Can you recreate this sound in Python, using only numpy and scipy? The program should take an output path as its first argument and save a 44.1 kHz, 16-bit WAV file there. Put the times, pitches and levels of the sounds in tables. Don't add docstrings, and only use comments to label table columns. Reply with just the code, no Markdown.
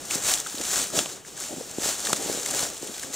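import sys
import numpy as np
from scipy import signal
from scipy.fft import rfft, irfft
from scipy.io import wavfile
from scipy.ndimage import uniform_filter1d

SR = 44100
rng = np.random.default_rng(int(sys.argv[2]) if len(sys.argv) > 2 else 0)


def elevation(decibels):
    levels = np.asarray(decibels, float)
    return 10 ** (levels / 20)


def persist_wave(psi):
    counts = np.round(np.clip(psi, -1, 1) * 32767).astype(np.int16)
    wavfile.write(sys.argv[1], SR, np.atleast_2d(counts).T)


N = 138915


def rms_one(x):
    return x / np.sqrt(np.mean(x ** 2) + 1e-20)


def at_hz(points):
    hz, value = np.transpose(points)
    return np.interp(np.log(np.fft.rfftfreq(N, 1 / SR) + 1), np.log(hz + 1), value)


def drift(rate_hz):
    step = 40
    r = np.exp(-2 * step * np.pi * rate_hz / SR)
    settle = 2000
    noise = rng.standard_normal(N // step + settle + 2)
    slow = signal.lfilter([1], [1, -2 * r, r * r], noise)[settle:]
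    return np.interp(np.arange(N) / step, np.arange(len(slow)), rms_one(slow))


def swells(rows):
    s, db, rise, fall = np.transpose(rows)[:, :, None]
    dt = np.arange(N) / SR - s
    bell = np.exp(-(dt / np.where(dt < 0, rise, fall)) ** 2)
    return np.sqrt(np.sum(elevation(db) ** 2 * bell, axis=0))


def grains(per_s, spread_db, hiss_share, clump_db):
    born = rng.random(N) < per_s * elevation(clump_db * drift(25)) / SR
    size = elevation(spread_db * np.minimum(rng.exponential(1, N), 4))
    clicks = rms_one(born * size * rng.choice([-1, 1], N))
    clicks = clicks * [np.ones(N), rng.standard_normal(N)]
    hiss = rng.standard_normal((2, N))
    return np.sqrt(1 - hiss_share) * clicks + np.sqrt(hiss_share) * hiss


def colour(x, spectrum, patchy_db, shared_db):
    bins = rfft(x) * elevation(at_hz(spectrum))
    together = drift(9.6)
    place = 2 * np.log2(np.fft.rfftfreq(N, 1 / SR) / 20 + 1e-9)
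    out = 0
    for k in range(21):
        band = np.cos(np.pi / 2 * np.clip(place - k, -1, 1)) ** 2
        flicker = elevation(patchy_db * drift(13.6) + shared_db * together)
        out = out + irfft(bins * band, N) * flicker
    return out / np.sqrt(np.mean(out[0] ** 2))


# frequency in Hz, level in dB.
AIR_COLOUR = [(20, -15), (60, -16), (150, -6.5), (400, -5), (900, -11.5), (3000, -15), (7000, -23),
              (16000, -31)]


def far_air():
    noise = rng.standard_normal((2, N))
    return elevation(-48) * colour(noise, AIR_COLOUR, patchy_db=1.0, shared_db=-2.5)


# start in seconds, lift over the rustle in dB.
STEM_TICKS = [(0.0847, 2.0), (0.1164, -5), (0.2376, -10), (0.247, -5.1), (0.267, -4.3), (0.273, -22),
              (0.2843, -6.6), (0.3005, -13), (0.3164, -6.5), (0.3753, -0.5), (0.4704, 11.5), (0.498, 5),
              (0.5527, 5), (0.5746, 3.2), (0.5965, -2), (0.6133, 8.5), (0.703, -8), (0.73, -3), (0.74, 2),
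              (0.7617, -17), (0.7776, -5.7), (0.7977, -0.5), (0.8168, -10), (0.9837, -8), (1.0338, 0),
              (1.092, 3), (1.392, -9), (1.6955, -1), (1.715, 0.8), (1.9126, -9), (1.9854, -6), (2.0035, 4),
              (2.1665, -6), (2.171, -8), (2.2672, -8), (2.327, 0), (2.431, 2), (2.4744, -7), (2.505, 6),
              (2.547, 3), (2.5613, -4), (2.575, -2), (2.5927, 3), (2.626, -4), (2.6337, 3), (2.637, 1),
              (2.7014, 4), (2.734, 4), (2.745, 5), (2.7669, -1), (2.8245, 5.6), (2.837, -3), (2.842, -2),
              (2.942, 0.6), (2.9589, -7), (2.9958, 9)]


def stem_ticks():
    faint_per_s, faint_db, spread_db, fade_s = 150, -11, 2.5, 0.0017
    chance = rng.random(N) < faint_per_s / SR
    born = chance * elevation(faint_db + spread_db * np.minimum(rng.exponential(1, N), 2))
    s, db = np.transpose(STEM_TICKS)
    born[(s * SR).astype(int)] = elevation(db)
    lift = 1 + signal.lfilter([1], [1, -np.exp(-1 / (fade_s * SR))], born)
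    return lift / np.sqrt(np.mean(lift ** 2))


# peak time in seconds, level in dB, rise and fall in seconds.
LEG_SWEEPS = [(0.087, -39.5, 0.103, 0.019), (0.114, -28, 0.011, 0.058), (0.148, -32, 0.034, 0.042),
              (0.296, -21.5, 0.044, 0.046), (0.382, -30.5, 0.02, 0.026), (0.486, -36, 0.072, 0.074),
              (0.61, -36, 0.084, 0.13), (0.778, -24.5, 0.09, 0.058), (0.985, -25, 0.029, 0.033),
              (1.05, -36.0, 0.25, 0.086), (1.281, -42.5, 0.025, 0.051), (1.432, -33.5, 0.045, 0.064),
              (1.577, -43.5, 0.083, 0.033), (1.745, -40, 0.26, 0.08), (1.868, -25.5, 0.047, 0.066),
              (1.995, -33, 0.015, 0.049), (2.066, -29, 0.03, 0.086), (2.167, -31, 0.0085, 0.0073),
              (2.26, -30.5, 0.069, 0.2), (2.471, -31.0, 0.017, 0.11), (2.59, -26.5, 0.04, 0.064),
              (2.762, -41, 0.179, 0.01), (2.83, -40.5, 0.0092, 0.061), (2.989, -38, 0.23, 0.055),
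              (3.027, -38, 0.012, 0.092), (3.149, -29.5, 0.014, 0.047)]
# frequency in Hz, level in dB.
REED_COLOUR = [(30, -14), (100, -13.5), (300, -11), (700, -6), (1700, -2.5), (3400, -4), (7000, -0.5),
               (16000, -10.5)]


def reed_rustle():
    crackle = grains(per_s=4000, spread_db=3, hiss_share=0.62, clump_db=2.0)
    rustle = colour(stem_ticks() * crackle, REED_COLOUR, patchy_db=0.66, shared_db=0.14)
    return elevation(0.5) * swells(LEG_SWEEPS) * rustle


def even(x):
    bins = rfft(x)
    return irfft(bins / uniform_filter1d(np.abs(bins), size=9), x.shape[-1])


def snap_shape(t, fall_s):
    rise_s, tail_db, crack_db, crack_s = 0.0001, -13, 5.5, 0.00014
    body = np.exp(-(t / fall_s) ** 4) + elevation(tail_db) * np.exp(-t / (2 * fall_s))
    crack = elevation(crack_db) * t / crack_s * np.exp(-t / crack_s)
    return (1 - np.exp(-t / rise_s)) * body + crack


# start in seconds, bright peak in dB, hollow peak in dB, hollow pitch in Hz.
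STEM_SNAPS = [(.0518, -29, -56, 4200), (0.1087, -19, -25.5, 2500), (0.1485, -15, -49, 4430),
              (0.3376, -8.5, -23.5, 3370), (0.3442, -13, -40, 3000), (0.384, -21, -40, 3500),
              (0.4005, -15.5, -38, 3900), (0.463, -28, -33.5, 1420), (0.582, -35, -32, 4150),
              (0.6518, -19.5, -38, 4240), (0.9015, -23, -40, 1420), (0.989, -9.5, -20.5, 3150),
              (1.0577, -36, -32.5, 2800), (1.249, -40, -42, 1820), (1.402, -20.5, -46, 1200),
              (2.0512, -17.5, -31, 3600), (2.0697, -17.5, -29, 1580), (2.0945, -18, -35, 1160),
              (2.1015, -18, -34, 890), (2.1296, -7, -23.5, 1290), (2.2235, -19, -44, 4360),
              (2.397, -22, -37, 2500), (2.4605, -14, -33, 1990), (2.509, -16, -49, 3000),
              (2.539, -24, -33, 1660), (2.778, -25.5, -49, 3430), (2.8724, -21, -44, 3160),
              (2.98, -27, -40, 2220), (3.0288, -24, -39, 1800), (3.0338, -19, -33, 1850),
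              (0.103, -40, -36, 1800), (.5506, -32, -47, 3520), (.6105, -23, -40, 1600),
              (0.9892, -30, -29.5, 1470), (1.058, -26, -40.5, 1070), (1.377, -27, -42.5, 1500),
              (1.7125, -25, -52, 4000), (2.1305, -31, -24.5, 3780), (2.5125, -22, -40, 4300),
              (2.652, -30, -37, 1520), (2.9957, -31, -48, 2980), (2.131, -30, -26.5, 2290),
              (2.4606, -34, -37, 3500), (2.07, -32, -31.5, 3570), (.338, -30, -33, 2100),
              (.468, -31, -37, 3600), (.153, -16, -40, 3800), (2.876, -37, -41, 3000),
              (2.7675, -34, -44.5, 3300), (2.9435, -34, -40, 3500)]


def stem_snaps():
    hollow_spread, hollow_lift_db = 1.185, 9.5
    out = np.zeros((2, N + SR))
    t = np.arange(int(0.018 * SR)) / SR
    for s, bright_db, hollow_db, hz in STEM_SNAPS:
        bright = (bright_db, (4970, 11000), 0.0026)
        hollow = (hollow_db + hollow_lift_db, (hz / hollow_spread, hz * hollow_spread), 0.003)
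        for db, band_hz, fall_s in (bright, hollow):
            burst = even(rng.standard_normal((2, len(t))) * snap_shape(t, fall_s))
            sos = signal.butter(2, band_hz, "band", fs=SR, output="sos")
            burst = signal.sosfilt(sos, burst)
            start = int(s * SR)
            out[:, start:start + len(t)] += elevation(db) * burst / np.abs(burst[0]).max()
    return out[:, :N] * elevation([[0], [-2.5]])


# peak time in seconds, level in dB, rise and fall in seconds.
BOOT_FLEXES = [(.15, -42.5, 0.051, 0.034), (.3, -46, 0.019, 0.056), (1.87, -42, 0.071, 0.049),
               (.6, -42.5, 0.019, 0.023), (.8, -41.5, 0.076, 0.058), (.96, -37, 0.038, 0.064),
               (1.13, -49, .02, 0.039), (1.52, -41.5, 0.025, 0.023), (1.58, -46, 0.017, 0.046),
               (1.7, -51.5, 0.04, 0.05), (2.13, -39.5, 0.066, 0.19), (2.3, -41.5, 0.041, 0.05),
               (2.63, -40.5, 0.16, 0.057), (2.74, -47, 0.023, 0.02), (2.84, -43, 0.019, 0.029),
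               (2.9, -45.5, 0.023, 0.022), (3.1, -48.5, 0.067, .1)]
# frequency in Hz, level in dB.
RUBBER_COLOUR = [(40, -43), (120, -11.5), (280, -1), (550, -1), (900, -9.5), (1500, -53), (3000, -75)]


def rubber_flex():
    rub = grains(per_s=300, spread_db=2, hiss_share=0.55, clump_db=3.5)
    rub = swells(BOOT_FLEXES) * colour(rub, RUBBER_COLOUR, patchy_db=2.0, shared_db=-1.0)
    return rub * elevation([[0], [0.5]])


# crest time in seconds, peak in dB, pitch in Hz, ring in cycles.
BOOT_KNOCKS = [(0.1576, -23.5, 250, 0.65), (0.5443, -29.5, 283, 1.25), (0.6036, -25, 298, 0.73),
               (0.976, -21.5, 219, 0.59), (.991, -17.5, 606, 1.4), (1.0591, -28, 617, 1.1),
               (1.5402, -26, 300, .7), (1.582, -27, 292, 0.6), (1.609, -25.5, 466, 1.8),
               (1.785, -16.5, 320, 0.63), (1.86, -20, 394, 0.53), (1.8895, -23.5, 654, 1.2),
               (2.1313, -11, 495, 0.18), (2.2608, -19.5, 390, 0.35), (2.2983, -14, 440, 0.59),
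               (2.315, -30, 380, 0.58), (2.3752, -24, 424, 0.89), (2.6298, -23, 560, 0.68),
               (2.83, -25, 348, 0.8), (2.8968, -29, 250, 0.73), (3.046, -30, 350, 0.58),
               (3.1021, -33, 284, 0.72), (1.5079, -32, 295, 2), (1.5276, -33, 285, 2.8),
               (1.5635, -34, 560, 1.5), (1.5704, -34.5, 250, 2.2), (1.6128, -30, 473, 0.98),
               (2.328, -38, 620, .8), (2.349, -26, 450, 0.69), (2.387, -28, 400, 0.64),
               (2.82, -39, 380, 1.2)]


def boot_knocks():
    rise_cycles, low_cut_hz = 0.15, 121
    out = np.zeros(N)
    t = np.arange(N) / SR
    for s, db, hz, cycles in BOOT_KNOCKS:
        near = slice(int((s - 0.02) * SR), int((s + 0.037) * SR))
        turns = (t[near] - s) * hz
        shape = np.where(turns < 0, np.exp(-(turns / rise_cycles) ** 2), np.exp(-turns / cycles))
        out[near] += elevation(db) * shape * np.cos(2 * np.pi * turns)
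    sos = signal.butter(2, low_cut_hz, "high", fs=SR, output="sos")
    return signal.sosfilt(sos, out) * [[1], [0]]


# frequency in Hz, level in dB.
HOUSING = [(800, 1.5), (980, -3), (1200, -1), (2200, -5), (3600, 0), (4700, -2), (7400, 4), (11000, -5.5)]
# frequency in Hz, level of unshared sound in dB.
STEREO_WIDTH = [(60, 0.5), (125, -7), (700, -11.5), (2200, -13), (3500, -18), (5500, -35), (8000, -11),
                (14000, -5)]
# frequency in Hz, left minus right in dB.
LEFT_TILT = [(30, 0.5), (250, -1.5), (1000, 4), (2000, 3.5), (4000, -0.5), (8000, 1.6), (13000, 0.5)]
# frequency in Hz, lead of the left in radians.
LEFT_LEAD = [(0, -0.61), (690, 0.7), (2410, 0.37), (7150, 0.2), (12400, -0.74), (15900, -0.26)]


def microphone_ports(x):
    mid, side = rfft(x) * elevation(at_hz(HOUSING))
    side = side * elevation(at_hz(STEREO_WIDTH))
    half = elevation(at_hz(LEFT_TILT) / 2) * np.exp(0.5j * at_hz(LEFT_LEAD))
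    return irfft(np.array([(mid + side) * half, (mid - side) / half]), N)


def scene():
    return microphone_ports(far_air() + reed_rustle() + stem_snaps() + rubber_flex() + boot_knocks())


def top_cut(x):
    return signal.sosfilt(signal.butter(12, 15900, fs=SR, output="sos"), x)


def record(dry):
    top_hz = 15720
    below_top = np.fft.rfftfreq(N, 1 / SR) < top_hz
    mix = irfft(rfft(dry) * below_top, N)
    return top_cut(mix)


dry = scene()
out = record(dry)
persist_wave(out)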